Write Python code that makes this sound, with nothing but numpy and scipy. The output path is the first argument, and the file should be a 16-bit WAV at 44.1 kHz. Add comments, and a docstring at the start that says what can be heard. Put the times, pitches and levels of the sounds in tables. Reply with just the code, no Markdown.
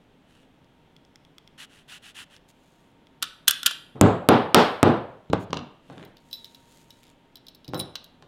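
"""Soft rubbing on a leather belt's edge, with light taps of a wooden burnisher, in a small, live workshop.
A steel stapler snaps on the keeper loop, then four hammer blows flatten the staples on an anvil and set
the bench booming. Tools knock as they are put down, the strap creaks, and the buckle's prong and roller
clink in the hands. The rubbing is fibres catching and slipping; the strikes are noise bursts and ringing
modes. Dull ventilation with a faint fan whine runs underneath."""
import sys
import numpy as np
from scipy import signal
from scipy.fft import rfft, irfft, next_fast_len
from scipy.io import wavfile

SR = 44100
rng = np.random.default_rng(int(sys.argv[2]) if len(sys.argv) > 2 else 0)


def log_audio(samples):
    """Write samples as a 16-bit WAV file to the path given in sys.argv[1]."""
    # one column per channel
    frames = np.atleast_2d(samples).T
    # limit to full scale, then quantise
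    limited = np.clip(frames, -1, 1)
    pcm = np.round(limited * 32767).astype(np.int16)
    wavfile.write(sys.argv[1], SR, pcm)


N = 364839
AGE = np.arange(32768) / SR   # seconds since a strike


# Hammer blows. Each row: time in seconds, thud level in dB, tilt in dB per octave, tick level in dB,
# pitch of the contact in Hz.
BLOWS = [(4.0125, 3, -2, 3, 8100), (4.2887, 4.5, 0.24, 4, 9940), (4.546, 7, 2.5, 14.5, 5195),
         (4.830, 2, -1, -0.5, 8200)]
# Hammer head and anvil ring briefly; the last row is the buckle's thin, high ring, set off by each blow.
# Each row: pitch in Hz, level in dB, t60 in seconds.
METAL_MODES = [(1310, -1, 0.014), (3000, -2.5, 0.0072), (7460, -6.5, 0.0037), (12700, -13.5, 0.012),
               (3620, -11, 0.0099), (13630, -46, .25)]
# The dull weight of a hit on the bench. Each row: frequency in Hz, level in dB.
THUD_EQ = [(25, -49), (60, -16.5), (100, -1), (250, 0), (420, 1), (750, -1.5), (1300, -9.5), (2100, -20.5),
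           (3700, -22.5), (6000, -40), (16000, -70)]

def hammering():
    """Steel cracks on the staple, the buckle rings in sympathy, and the anvil sets the bench booming."""
    booms, ticks = np.zeros((2, N))
    tick_lead_s, crack_db, crack_t60_s = .0005, 10, 0.0013
    for s, db, tilt_db, tick_db, contact_hz in BLOWS:
        push = from_db(db) * peak_one(colour(1. * (AGE == 0), THUD_EQ, tilt_db))
        add(booms, s, room(push, wet_db=5, build_s=0.046) + bench(push, ring_scale=0.94))
        metal = ring(METAL_MODES + [(contact_hz, crack_db, crack_t60_s)], spread_db=5.0)
        tick = peak_one(metal + 1.6 * burst(t60=0.0074))
        add(ticks, s - tick_lead_s, from_db(tick_db) * room(tick, wet_db=-13.5, build_s=0.053))
    return booms + butterworth(ticks, "low", hz=12000, order=3)


# The bench top's boom. Each row: pitch in Hz, level in dB.
BENCH_MODES = [(104, -54), (125, -53), (180, -52), (238.2, -50.5), (303, -52.5), (435, -51.5), (572, -52.5),
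               (757, -52.5), (845, -54), (1052, -55.5), (1175, -56), (1404, -55)]

def bench(push, ring_scale):
    """The ring swells as a push spreads through the bench top; ring_scale stretches swell and decay."""
    swell_s, t60 = .03 * ring_scale, 0.29 * ring_scale
    swell = np.e * (1 - np.exp(-AGE / swell_s))
    boom = ring([(hz, db, t60) for hz, db in BENCH_MODES], spread_db=1.0)
    return signal.fftconvolve(push, swell * boom)[:len(push)]


# The stapler's lever clacks over. Each row: time in seconds, level in dB, length in seconds,
# relative spring level in dB, resonance of the steel channel in Hz.
LEVER_CLACKS = [(3.2247, -19.5, 0.0058, 5, 3700), (3.4793, -9.5, 0.0056, -5, 3480),
                (3.6606, -13, 0.007, -7.5, 2900)]
# Single latch clicks. Each row: time in seconds, level in dB, length in seconds.
LATCH_CLICKS = [(3.5092, -10.5, 0.00048), (3.631, -24, 0.0012), (3.709, -30, 0.0053)]

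def stapler():
    """Each clack is a catch, a snap and a rebound; the latch adds short clicks."""
    out = np.zeros(N)
    for s, db, length_s, spring_db, channel_hz in LEVER_CLACKS:
        add(out, s - 0.0054, snap(db - 21.5, length_s=0.0021))   # the pawl catches
        add(out, s, snap(db, length_s, spring_db, channel_hz))
        add(out, s + 0.012, snap(db - 14.5, length_s=0.007))   # the lever rebounds
    for s, db, length_s in LATCH_CLICKS:
        add(out, s, snap(db, length_s))
    return room(out, wet_db=-8.5, build_s=0.0074)


# The bite of sheet steel. Each row: frequency in Hz, level in dB.
SNAP_EQ = [(150, -34), (850, -22), (1150, -11), (1480, 2), (2200, -13), (2950, 0.5), (3550, 0.5),
           (4500, -3.5), (7500, -4.5), (10000, -4), (13000, -6), (16000, -17)]
# The spring's ping. Each row: pitch in Hz, level in dB, t60 in seconds.
SPRING_MODES = [(1485, -36, .4), (1712, -39, .5), (2767, -41, .25), (3677, -34, .58), (4081, -39, .28),
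                (5868, -44, .42), (7472, -53, .5), (8716, -52, .5)]

def snap(db, length_s, spring_db=-8, channel_hz=3500):
    """Sheet-steel parts grind past each other for a few milliseconds and leave the spring ringing."""
    full_snap_db = -11
    tilt_db = 0.27 * (db - full_snap_db)   # softer snaps are duller
    grind = colour(burst(t60=0.012, hold_s=length_s), SNAP_EQ, tilt_db)
    channel = signal.lfilter(*signal.iirpeak(channel_hz, Q=8, fs=SR), grind)
    spring = from_db(spring_db) * ring(SPRING_MODES, spread_db=1.0)
    return from_db(db) * (grind + channel + spring)


# A muffled, echoing rumble just before the first hammer blow; in the later rows, tools and strap land.
# Each row: time in seconds, level in dB, tilt in dB per octave, echo send in dB, lead of the first
# touch in seconds, first bounce's flight in seconds, loss per bounce in dB.
KNOCKS = [(3.957, -34.5, -2, 11.5, .01, 0.019, 25), (5.3336, -1, -0.1, -9.5, 0.034, 0.0088, 14.5),
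          (5.5313, -12.5, -1, -5, 0.031, 0.036, 7.5), (5.9, -29, 0, 5, 0.0096, 0.074, 6),
          (7.736, -16, 0, 0, 0.053, .01, 5.5), (7.798, -27, -4, 3.5, 0.016, 0.0086, 21.5),
          (8.225, -34, 6, -3.5, .02, 0.0084, 12.5)]
CONTACT_LEAD_S = 0.0018   # the surfaces tick just before the bench gives

def knocks():
    """A light touch, the main hit and two bounces, as when a thing lands edge first on the cutting mat."""
    out = np.zeros(N)
    edge_db, bounce_shrink = -19.5, 0.55
    for s, db, tilt_db, wet_db, lead, flight, loss_db in KNOCKS:
        direct, diffuse = np.zeros((2, len(AGE)))
        bounces = [(lead + flight, -loss_db), (lead + flight * (1 + bounce_shrink), -2 * loss_db)]
        for delay, soft_db in [(0, edge_db), (lead, 0)] + bounces:
            # a softer touch is duller and more diffuse
            touch = from_db(db + soft_db) * delayed(knock(tilt_db + 0.5 * soft_db), delay)
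            direct += touch
            diffuse += touch * from_db(wet_db - 0.74 * soft_db)
        diffuse = butterworth(diffuse, "high", hz=120, order=2)   # light things stir little bass
        sound = direct + bench(direct, ring_scale=0.092) + echo(diffuse, build_s=0.01)
        add(out, s - lead - CONTACT_LEAD_S, sound)
    return butterworth(out, "low", hz=8000, order=3)   # the mat softens the top


def knock(tilt_db):
    """A tick of contact, then a soft push on the bench."""
    push = peak_one(colour((AGE == 0) + .018 * burst(t60=0.16), THUD_EQ, tilt_db))
    tick = from_db(tilt_db - 15.5) * peak_one(burst(t60=0.0079))
    return tick + delayed(push, CONTACT_LEAD_S)


# The hammer's handle settles. Each row: time in seconds, level in dB.
HANDLE_CLACKS = [(5.3005, -37.5), (5.33, -24.5), (5.378, -43), (5.506, -34.5), (5.5303, -12.5),
                 (5.543, -22.5), (5.5704, -21), (5.591, -32)]
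# Its woody tone. Each row: frequency in Hz, level in dB.
HANDLE_EQ = [(400, -5), (1200, 15), (2100, -1), (2900, 7.5), (6700, -4), (7800, -17), (16000, -35)]

def handle():
    """The wooden handle clatters in short, hard clacks."""
    out = np.zeros(N)
    for s, db in HANDLE_CLACKS:
        add(out, s, from_db(db) * peak_one(colour(burst(t60=0.013), HANDLE_EQ)))
    return room(out, wet_db=-6.0, build_s=0.0089)


# The prong strikes the buckle's frame. Each row: time in seconds, level in dB, ring time multiplier.
CLINKS = [(6.05, -46.5, 0.27), (6.169, -45, 0.073), (6.3112, -43, 0.99), (6.329, -25.5, 2),
          (6.4443, -33.5, 0.23), (6.5469, -40, 0.44), (6.9052, -41, 0.27), (7.356, -36.5, 0.27),
          (7.4673, -42, .22), (7.484, -35, 0.35), (7.5484, -42, 0.26), (7.6452, -40.5, .22),
          (7.679, -33.5, 0.11), (7.744, -30, 3.2), (7.799, -21.5, 0.46), (7.9545, -22.5, 0.17),
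          (8.042, -39, 0.3)]
# The frame's bright ring. Each row: pitch in Hz, level in dB, t60 in seconds.
FRAME_MODES = [(3450, -8, 0.052), (3874, 0.5, 0.12), (3994, 1.5, 0.079), (5270, -4.5, 0.051),
               (13500, -8, 0.067), (14620, -18, 0.051)]
# The prong's click. Each row: frequency in Hz, level in dB.
CLICK_EQ = [(500, -38.5), (2300, -23), (3500, -5.5), (5200, -9.5), (7000, -25.5), (14000, -20.5),
            (16000, -29.5)]
# The loose roller rattles as the buckle lands. Each row: time in seconds, level in dB.
RATTLES = [(7.776, -35), (7.7937, -23), (7.8017, -36)]
# The roller's thin jingle. Each row: pitch in Hz, level in dB, t60 in seconds.
ROLLER_MODES = [(8900, -12, 0.063), (9884, -6, 0.053), (14000, -10, 0.046)]

def buckle():
    """Each touch clicks and rings the frame, more or less damped by fingers; prong and roller chatter."""
    out = np.zeros(N)
    detune = 0.0083
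    for s, db, ring_scale in CLINKS:
        tilt_db = rng.normal(0, 4)   # each touch meets the frame differently
        for delay, soft_db in chatter(gap_s=0.009, step_db=-9.5, count=3):
            frame = ring(FRAME_MODES, spread_db=1.5, ring_scale=ring_scale, tilt_db=tilt_db, detune=detune)
            click = colour(burst(t60=0.0084, hold_s=0.0022), CLICK_EQ, tilt_db)
            clink = 0.78 * peak_one(frame) + 1.19 * peak_one(click)
            add(out, s + delay, from_db(db + soft_db) * clink)
    for s, db in RATTLES:
        for delay, soft_db in chatter(gap_s=.003, step_db=-2.5, count=4):
            roller = ring(ROLLER_MODES, spread_db=4.5, detune=detune) + 0.68 * burst(t60=0.012)
            add(out, s + delay, from_db(db + soft_db) * peak_one(roller))
    return room(out, wet_db=-6.5, build_s=0.0049)


# Firm and light strokes along the leather. Each row: start in seconds, end in seconds, level in dB.
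STROKES = [(0.261, 0.457, -64.5), (1.577, 1.658, -43), (1.69, 1.838, -56.5), (1.877, 1.988, -44.5),
           (2.019, 2.124, -48), (2.144, 2.245, -42), (2.297, 2.385, -55.5), (5.82, 6.127, -64)]
# Their rasp. Each row: frequency in Hz, level in dB.
STROKE_EQ = [(410, -44), (700, -9), (1050, -8.5), (1420, -1), (1890, -2), (2220, -8.5), (2840, 1),
             (4920, -17), (10100, -23), (16000, -43)]
# Fingers slide over the strap. Each row: start in seconds, end in seconds, level in dB.
SLIDES = [(2.48, 2.516, -59), (2.502, 2.942, -72), (5.39, 5.45, -58), (6.19, 6.74, -64.5),
          (6.66, 6.86, -60.5), (6.8, 7.14, -67.5)]
# The high hiss of leather, also in the taps and creaks. Each row: frequency in Hz, level in dB.
LEATHER_EQ = [(500, -26), (1500, -4), (3700, 3), (5800, -4.5), (6700, 2.5), (7700, -2.5), (11000, -6),
              (16000, -13)]

def rubbing():
    """Tools and fingers rub the strap; skin is a little smoother than a tool."""
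    out = np.zeros(N)
    for start, end, db in STROKES:
        add(out, start, friction(end - start, db, STROKE_EQ, tilt_db=3.5, grain=1))
    for start, end, db in SLIDES:
        add(out, start, friction(end - start, db, LEATHER_EQ, tilt_db=0, grain=0.89))
    return room(out, wet_db=-19.5)


def friction(length_s, db, eq, tilt_db, grain):
    """Fibres catch and slip by the thousand; the hand speeds up and slows down within the stroke."""
    count = int(length_s * SR)
    slips_per_s, wavers_per_s = 14000, 30
    grain_db = grain * np.interp(db, [-62, -44], [4.2, 2.1])   # a light touch crackles, a firm one hisses
    slips = rng.standard_normal(count) * (rng.random(count) < slips_per_s / SR)
    slips *= from_db(grain_db * np.minimum(rng.exponential(1, count), 5))
    grip = np.interp(np.arange(count) / SR * wavers_per_s, np.arange(64), rng.standard_normal(64))
    slips *= from_db(0.092 * grain_db * grip)
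    speed = np.abs(np.sin(np.linspace(0, np.pi, count))) ** 0.59
    return from_db(db) * speed * colour(slips / slips.std(), eq, tilt_db)


# The burnisher taps the edge as it turns round. Each row: time in seconds, level in dB.
TAPS = [(0.6445, -54), (0.965, -40), (1.05, -45.5), (1.158, -36), (1.25, -43), (1.3826, -34), (1.476, -38),
        (2.365, -36), (3.07, -44)]
# Its hollow ring. Each row: pitch in Hz, level in dB, t60 in seconds.
BURNISHER_MODES = [(1273, -15, .012), (2080, -5.5, 0.015), (3340, 3, 0.013), (5380, 2, 0.0038)]

def burnisher():
    """Light, dead taps of wood on leather."""
    out = np.zeros(N)
    for s, db in TAPS:
        wood = ring(BURNISHER_MODES, spread_db=4.0)
        leather = colour(burst(t60=0.0094), LEATHER_EQ)
        add(out, s, from_db(db) * peak_one(wood + .5 * leather))
    return room(out, wet_db=-12.5)


# The strap creaks. Each row: start in seconds, rough end in seconds, level in dB, tilt in dB per octave.
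CREAKS = [(5.98, 6.039, -33.5, -12), (7.032, 7.133, -43, -1)]

def creaking():
    """Bent leather sticks and slips in a short, uneven run."""
    out = np.zeros(N)
    gap_s = .013
    for start, end, db, tilt_db in CREAKS:
        for delay, soft_db in chatter(gap_s, step_db=-1.1, count=round((end - start) / gap_s)):
            gain = from_db(db + soft_db + rng.normal(0, 2.5))
            slip = peak_one(colour(burst(t60=0.0082), LEATHER_EQ, tilt_db))
            add(out, start + delay, gain * slip)
    return room(out, wet_db=-2.5, build_s=0.012)


# The dull bed of moving air. Each row: frequency in Hz, level in dB.
AIR_EQ = [(20, -1.5), (80, -7), (165, 0), (215, -4.5), (268, 1), (310, -6), (900, -12.5), (1100, -17),
          (2400, -21), (3300, -19.5), (4800, -33), (16000, -45)]
# The fan's whine swells and fades. Each row: time in seconds, level in dB.
WHINE_LEVELS = [(0, -91), (0.8, -72.5), (1.8, -83), (2.9, -71.5), (5.6, -76), (6.602, -66.5), (7.6, -75.5)]

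def ventilation():
    """Steady air noise with a faint, slightly unsteady fan whine."""
    air = from_db(-58.5) * colour(rng.standard_normal(N), AIR_EQ)
    wander = butterworth(rng.standard_normal(N), "low", hz=4, order=2)
    whine_hz = 925 + 5 * wander / wander.std()
    whine = np.sqrt(2) * np.sin(2 * np.pi * np.cumsum(whine_hz) / SR)
    whine_db = np.interp(np.arange(N) / SR, *np.transpose(WHINE_LEVELS))
    return air + from_db(whine_db) * whine


# The workshop's echo. Each row: band centre in Hz, level in dB, t60 in seconds.
ROOM_BANDS = [(97, -3, 0.53), (254, 6, 0.33), (577, -0.5, 0.56), (1510, 3, 0.52), (3150, 2.5, 0.47),
              (5900, -2, 0.32), (10700, -13, 0.57), (15000, -15.5, 0.24)]

def echo(x, build_s):
    """Diffuse reflections pile up for build_s, then each band dies at its own rate."""
    white = rfft(rng.standard_normal(len(AGE)))
    octave = np.log2(np.maximum(np.arange(len(white)) * SR / len(AGE), 10))
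    centres = np.log2([row[0] for row in ROOM_BANDS])
    tail = 0
    for share, (_, db, t60) in zip(np.eye(len(ROOM_BANDS)), ROOM_BANDS):
        band = irfft(white * np.interp(octave, centres, share))
        tail += from_db(db) * band * fade(t60, build_s)
    onset = np.interp(AGE, [.001, .003, .009, .011], [0.16, 0.99, 0.83, 0.78])
    return signal.fftconvolve(x, tail * onset / np.sqrt(SR * (build_s + 0.044)))[:len(x)]


def room(x, wet_db, build_s=0.051):
    """Direct sound plus its echo."""
    return x + from_db(wet_db) * echo(x, build_s)


def ring(modes, spread_db, ring_scale=1, tilt_db=0, detune=0):
    """Struck modes; from hit to hit their levels vary by spread_db, their pitches by the share detune."""
    out = 0
    for k, (hz, db, t60) in enumerate(modes):
        gain = from_db(db + rng.normal(0, spread_db) + tilt_db * np.log2(hz / modes[0][0]))
        pitch_hz = hz * (1 + detune * rng.normal())
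        out += gain * (-1) ** k * np.sin(2 * np.pi * pitch_hz * AGE) * fade(t60 * ring_scale)
    return out


def chatter(gap_s, step_db, count):
    """Unevenly spaced touches, each weaker than the last, as pairs of delay in seconds and level in dB."""
    gaps = gap_s * (.5 + rng.random(count))
    return zip(np.cumsum(gaps) - gaps[0], step_db * np.arange(count))


def burst(t60, hold_s=0):
    """A dying cluster of tiny contacts."""
    return rng.standard_normal(len(AGE)) * fade(t60, hold_s)


def fade(t60, hold_s=0):
    """Holds at 1, then dies by 60 dB in t60 seconds."""
    return np.exp(-np.minimum(np.log(1000) * np.maximum(AGE - hold_s, 0) / t60, 20))


def colour(x, eq, tilt_db=0):
    """Minimum-phase EQ, tilted by tilt_db per octave; white noise keeps its power."""
    size = next_fast_len(len(x) // 2 + 1) * 2
    octave = np.log2(np.maximum(np.arange(size // 2 + 1) * SR / size, 10))
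    hz, db = np.transpose(eq)
    gain = from_db(np.interp(octave, np.log2(hz), db + tilt_db * np.log2(hz)))
    cepstrum = irfft(np.log(gain / np.sqrt(np.mean(gain ** 2))))
    cepstrum[1:size // 2] *= 2
    cepstrum[size // 2 + 1:] = 0
    return irfft(rfft(x, size) * np.exp(rfft(cepstrum)))[:len(x)]


def butterworth(x, kind, hz, order):
    """Smooth low-pass or high-pass."""
    return signal.sosfilt(signal.butter(order, hz, kind, fs=SR, output="sos"), x)


def delayed(hit, s):
    """Slide a hit s seconds later."""
    return np.interp(AGE - s, AGE, hit, left=0)


def from_db(db):
    """Decibels to gain."""
    return 10 ** (np.asarray(db) / 20)


def peak_one(x):
    """Scale to a peak of 1."""
    return x / np.abs(x).max()


def add(track, s, sound):
    """Mix a sound into the track at s seconds."""
    start = max(0, round(s * SR))
    track[start:start + len(sound)] += sound[:max(0, N - start)]


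def scene():
    """All the work at the bench, close up and in mono."""
    work = rubbing() + burnisher() + stapler() + hammering() + knocks() + handle() + creaking()
    return (work + buckle() + ventilation())[None]


def record(dry):
    """The loudest peaks overload and clip softly; rumble and the very top are cut."""
    clipped = dry / (1 + (np.abs(dry) / .8) ** 6) ** (1 / 6)
    clipped = butterworth(clipped, "high", hz=16, order=1)
    top_hz = 15900
    return signal.sosfilt(signal.ellip(8, .3, 90, top_hz, fs=SR, output="sos"), clipped)


dry = scene()
out = record(dry)
log_audio(out)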